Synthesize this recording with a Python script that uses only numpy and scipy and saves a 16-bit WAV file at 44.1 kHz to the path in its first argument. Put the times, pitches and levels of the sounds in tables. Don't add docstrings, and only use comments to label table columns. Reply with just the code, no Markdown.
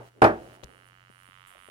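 import sys
import numpy as np
from scipy import signal
from scipy.fft import rfft, irfft, next_fast_len
from scipy.io import wavfile
from scipy.ndimage import uniform_filter1d

SR = 44100
rng = np.random.default_rng(int(sys.argv[2]) if len(sys.argv) > 2 else 0)


def store_wav(level_fs):
    pcm = np.round(np.clip(np.atleast_2d(level_fs), -1, 1) * 32767)
    wavfile.write(sys.argv[1], SR, pcm.T.astype(np.int16))


N = 74970
T = np.arange(N) / SR
FFT_SIZE = 2 * next_fast_len(N)
FREQ_HZ = np.maximum(np.arange(FFT_SIZE // 2 + 1) * SR / FFT_SIZE, 1)


def amp(db):
    return 10 ** (np.asarray(db) / 20)


def curve(rows):
    return amp(np.interp(T, *np.array(rows).T))


def pan(db):
    return amp(np.minimum([[db], [-db]], 0))


def fade(t60_s, start_s=0):
    return (T >= start_s) * np.exp(-np.log(1000) * np.maximum(T - start_s, 0) / t60_s)


def shape(rows):
    hz, db = np.array(rows).T
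    return amp(np.interp(np.log(FREQ_HZ), np.log(hz), db))


def bell(hz, width_oct):
    return (1 + (np.log2(FREQ_HZ / hz) / (2 * width_oct)) ** 2) ** -4.


def colour(x, gain):
    gain = gain / np.sqrt(np.mean(gain ** 2))
    cepstrum = irfft(np.log(gain + 1e-7))
    cepstrum[1:FFT_SIZE // 2] *= 2
    cepstrum[FFT_SIZE // 2 + 1:] = 0
    return irfft(rfft(x, FFT_SIZE) * np.exp(rfft(cepstrum)))[..., :N]


def noise(corr):
    return np.sqrt(corr) * rng.standard_normal(N) + np.sqrt(1 - corr) * rng.standard_normal((2, N))


def waver(depth_db, step_s):
    return amp(depth_db * np.interp(T / step_s, np.arange(400), rng.standard_normal(400)))


def burst(gain, t60_s, corr, start_s=0):
    x = colour(noise(corr) * fade(t60_s, start_s), gain)
    return x / np.linalg.norm(x, axis=-1, keepdims=True)


def strike(response, times_s, db):
    force = np.zeros((1, N))
    force[0, (times_s * SR).astype(int)] = amp(db)
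    return signal.fftconvolve(response, force, axes=1)[:, :N]


# (frequency [Hz], relative density [dB])
FLOOR_SPECTRUM = [(25, -9), (65, -0.5), (180, -7), (400, -14.5), (1000, -13), (2500, -18.5), (5000, -22.5),
                  (11000, -27.5), (13000, -31.5), (16000, -27.5)]
# (time [s], level [dB])
FLOOR_ENVELOPE = [(0, -65), (.085, -61), (.1, -71), (.2, -72), (.35, -61.5), (.56, -61.5), (.58, -67.5),
                  (1.0, -70.5), (1.3, -68), (1.7, -68)]
def room_tone():
    mid, side = noise(corr=0)
    highpass = FREQ_HZ / np.hypot(FREQ_HZ, 900)
    side = irfft(rfft(side, FFT_SIZE) * highpass)[:N]
    return colour(np.array([mid + side, mid - side]), shape(FLOOR_SPECTRUM)) * curve(FLOOR_ENVELOPE)


# (frequency [Hz], far relative density [dB], near relative density [dB])
SPIKE_SPECTRA = [(100, -20.5, -25), (400, -15.5, -13.5), (750, -9, -10), (1004, -6, 1.5), (1273, 2.5, 7.5),
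                 (1650, 0, 0.5), (2000, -1.5, 3), (2560, -8, -2.5), (2934, -0.5, 2.5), (3650, -22, -8.5),
                 (4220, -19.5, -21.5), (7000, -43.5, -38)]
# (time [s], level [dB])
BUZZ_ENVELOPE = [(0, -59), (.085, -58.5), (.1, -66.5), (.2, -64.5), (.4, -57), (.56, -53), (.575, -60),
                 (.7, -55), (1.1, -56.5), (1.35, -52), (1.7, -52)]
def buzz(pitch_hz=92.382, first_spike_s=.00015, approach_start_s=1.17, approach_length_s=.18):
    odd = np.arange(1, 160, 2)[:, None]
    harmonics = np.cos(np.pi * pitch_hz * odd * (T - first_spike_s))
    spikes = -2 * np.sqrt(pitch_hz / SR) * harmonics.sum(axis=0)
    hz, far_db, near_db = np.array(SPIKE_SPECTRA).T
    far = colour(spikes, shape(np.c_[hz, far_db])) * pan(-13)
    near = colour(spikes, shape(np.c_[hz, near_db])) * pan(-19)
    nearness = np.clip((T - approach_start_s) / approach_length_s, 0, 1)
    return (far + nearness * (near - far)) * curve(BUZZ_ENVELOPE)


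# (time [s], level [dB])
HUM_ENVELOPE = [(0, -45.5), (.11, -66.5), (.5, -59), (.6, -65), (1.0, -66), (1.42, -68.5), (1.5, -78),
                (1.7, -89)]
def mains_hum(hz=120):
    tone = np.sqrt(2) * np.sin(2 * np.pi * hz * T)
    return tone * curve(HUM_ENVELOPE) * waver(depth_db=1.5, step_s=.06)


# (time [s], level [dB])
HISS_ENVELOPE = [(0, -73), (.08, -72), (.1, -80.5), (.3, -73.5), (.55, -71), (.6, -74), (.69, -69.5),
                 (.88, -68.5), (.93, -84), (1.07, -84), (1.13, -68), (1.27, -67.5), (1.35, -73),
                 (1.55, -67), (1.64, -61), (1.7, -64.5)]
def hiss(centre_hz=9650):
    band = bell(centre_hz, width_oct=.09) + amp(-.5) * bell(centre_hz, width_oct=.3)
    steady = colour(noise(corr=.25), band) * pan(-17)
    return steady * curve(HISS_ENVELOPE) * waver(depth_db=3.5, step_s=.03)


# (start [s], attack [s], t60 [s], level [dB], centre [Hz], width [oct], L-R [dB])
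TAIL_AND_RUBS = [(0.0, 0.001, .25, -42, 480, 1.06, -0.5), (0.116, 0.068, 0.38, -52, 339.4, 0.85, -1),
                 (0.65, .04, 0.79, -56.5, 352, 1.12, -3), (1.434, 0.0078, 0.17, -68, 86, 0.83, -10),
                 (1.462, 0.0084, 0.78, -60, 1560, 0.85, -2), (1.461, .012, 0.33, -55, 9500, 0.38, -4),
                 (1.501, 0.0068, 0.22, -59.5, 610, 0.52, -2), (1.539, 0.015, 0.16, -56.5, 584, 0.79, -2)]
def knock_tail_and_rubs():
    out = 0
    for start, attack, t60, db, hz, width, pan_db in TAIL_AND_RUBS:
        rise = np.clip((T - start) / attack, 0, 1) ** 2
        decay = amp(-60 * np.maximum(T - start - attack, 0) / t60)
        out += amp(db) * pan(pan_db) * rise * decay * colour(noise(corr=.24), bell(hz, width))
    return out


# (time [s], force [dB], crack [dB], shell [dB])
HANDSET_BLOWS = [(0.2195, 4, 7, -14), (0.2245, -2, -18.5, -26), (0.2418, 1, 1.5, 3),
                 (0.247, 0, -24.5, -5.5), (0.2585, -13.5, -21.5, -28)]
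def handset():
    times_s, force_db, crack_db, shell_db = np.array(HANDSET_BLOWS).T
    desk = desk_push(times_s, force_db) + desk_modes(times_s[0])
    plastic = plastic_crack(times_s, crack_db) + shell_clack(times_s, shell_db)
    return desk + plastic + room_ring()


def ringing(t60_s, onset_smooth_s=.0044):
    energy = sum((amp(db) * fade(t60_s, start)) ** 2 for start, db, _, _ in HANDSET_BLOWS)
    return uniform_filter1d(np.sqrt(energy), int(onset_smooth_s * SR) + 1)


# (frequency [Hz], relative density [dB])
PUSH_SPECTRUM = [(30, -23.5), (70, -13), (250, 4.5), (550, -0.5), (850, 12), (1300, -10), (2000, -23),
                 (4000, -40), (16000, -74)]
def desk_push(times_s, force_db, gain_db=8.5):
    impulse = 1. * (T == 0)
    pulse = colour(impulse, shape(PUSH_SPECTRUM))
    return -amp(gain_db) * strike(pulse[None], times_s, force_db)


# (frequency [Hz], relative level [dB], t60 [s], L-R [dB])
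DESK_MODES = [(63, -21, .5, 0), (108, -8, .24, 0), (221, -8, .33, -1), (307, -7, .24, -1),
              (335, -3, .31, -1), (389, -6, .22, -1), (419, -6, .22, -1), (451, -3, .22, -1),
              (597, -1, .23, -1), (646, 3, .19, -1), (683, -1, .14, -1), (771, 0, .21, -1),
              (823, -3, .19, -1), (867, -1, .16, -1), (915, -5, .19, -1), (1040, -6, .17, -2),
              (1100, -8, .16, -2), (1226, -6, .15, -2), (1543, -10, .17, -2), (1690, -12, .14, -2)]
def desk_modes(start_s, gain_db=-22):
    out = 0
    for k, (hz, db, t60, pan_db) in enumerate(DESK_MODES):
        tone = (-1) ** k * np.sin(2 * np.pi * hz * (T - start_s))
        out += amp(db) * pan(pan_db) * ringing(t60) * tone
    return amp(gain_db) * out


# (frequency [Hz], relative density [dB])
CRACK_SPECTRUM = [(200, -17.5), (800, 10), (1500, 6.5), (1950, -5), (2500, 1.5), (3600, -15.5), (5000, -12),
                  (8000, -20.5), (9800, -15), (11500, -35.5), (16000, -42.5)]
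def plastic_crack(times_s, levels_db, gain_db=4.5):
    crack = burst(shape(CRACK_SPECTRUM), t60_s=.026, corr=.17)
    return amp(gain_db) * pan(-18.5) * strike(crack, times_s, levels_db)


# (centre [Hz], width [oct], relative gain [dB])
SHELL_RESONANCES = [(1435, 0.06, 9), (2495, 0.062, -1), (3702, 0.2, -13.5), (4970, 0.072, -16)]
def shell_clack(times_s, levels_db, gain_db=-.5):
    hollow = sum(amp(db) * bell(hz, width) for hz, width, db in SHELL_RESONANCES)
    clack = burst(hollow, t60_s=.013, corr=.8)
    return amp(gain_db) * pan(-2) * strike(clack, times_s, levels_db)


# (centre [Hz], early [dB], early t60 [s], late [dB], late t60 [s], L/R correlation [0-1])
ROOM_BANDS = [(74, -23.5, 0.065, -34, 0.67, 0), (160, -14.5, 0.14, -28.5, 0.93, 1),
              (330, -7, .24, -25, 0.99, .85), (619, -4.5, 0.23, -24, 1, 0.7),
              (1266, -4.5, 0.21, -44.5, 1, 0.6), (2217, -20, 0.1, -35, 0.5, .2),
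              (4500, -31.5, 0.19, -58, .5, 0), (9500, -35.5, .17, -63, .5, .1)]
def room_ring(gain_db=11.5):
    out = 0
    for hz, early_db, early_t60, late_db, late_t60, corr in ROOM_BANDS:
        early = amp(early_db) * ringing(early_t60) / np.linalg.norm(fade(early_t60))
        late = amp(late_db) * ringing(late_t60) / np.linalg.norm(fade(late_t60))
        out += (early + late) * colour(noise(corr), bell(hz, width_oct=.58))
    return amp(gain_db) * out


# (time [s], energy [dB], centre [Hz], width [oct], t60 [s], L-R [dB])
HAND_TAPS = [(0.6315, -14.5, 176, 1.82, 0.084, 9.5), (0.6352, -17, 1110, 1.86, 0.024, 28),
             (0.6422, -20.5, 4500, 0.93, 0.0072, -26), (0.886, -43, 7500, 1, 0.0066, 2),
             (1.099, -26, 222, 1.47, 0.012, 16.5), (1.232, -39, 7000, 1.6, .006, 4),
             (1.287, -28.5, 160, 1.16, 0.034, 12.5), (1.685, -21, 330, 1.3, 0.023, 16)]
def taps():
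    return sum(amp(db) * pan(pan_db) * burst(bell(hz, width), t60, corr=.87, start_s=start)
               for start, db, hz, width, t60, pan_db in HAND_TAPS)


def thump(start_s=.641, hz=59, level_db=-43, t60_s=.16):
    return amp(level_db) * fade(t60_s, start_s) * np.sin(2 * np.pi * hz * (T - start_s))


def scene(left_lag_s=.00025):
    foreground = handset() + taps() + thump() + knock_tail_and_rubs()
    background = buzz() + mains_hum() + hiss() + room_tone()
    left, right = foreground + background
    return np.array([np.interp(T - left_lag_s, T, left), right])


def record(dry, ceiling=.76, cutoff_hz=15850):
    rounded = dry / (1 + (dry / ceiling) ** 6) ** (1 / 6)
    lowpass = signal.ellip(10, .2, 80, cutoff_hz, fs=SR, output="sos")
    return signal.sosfilt(lowpass, rounded)


dry = scene()
out = record(dry)
store_wav(out)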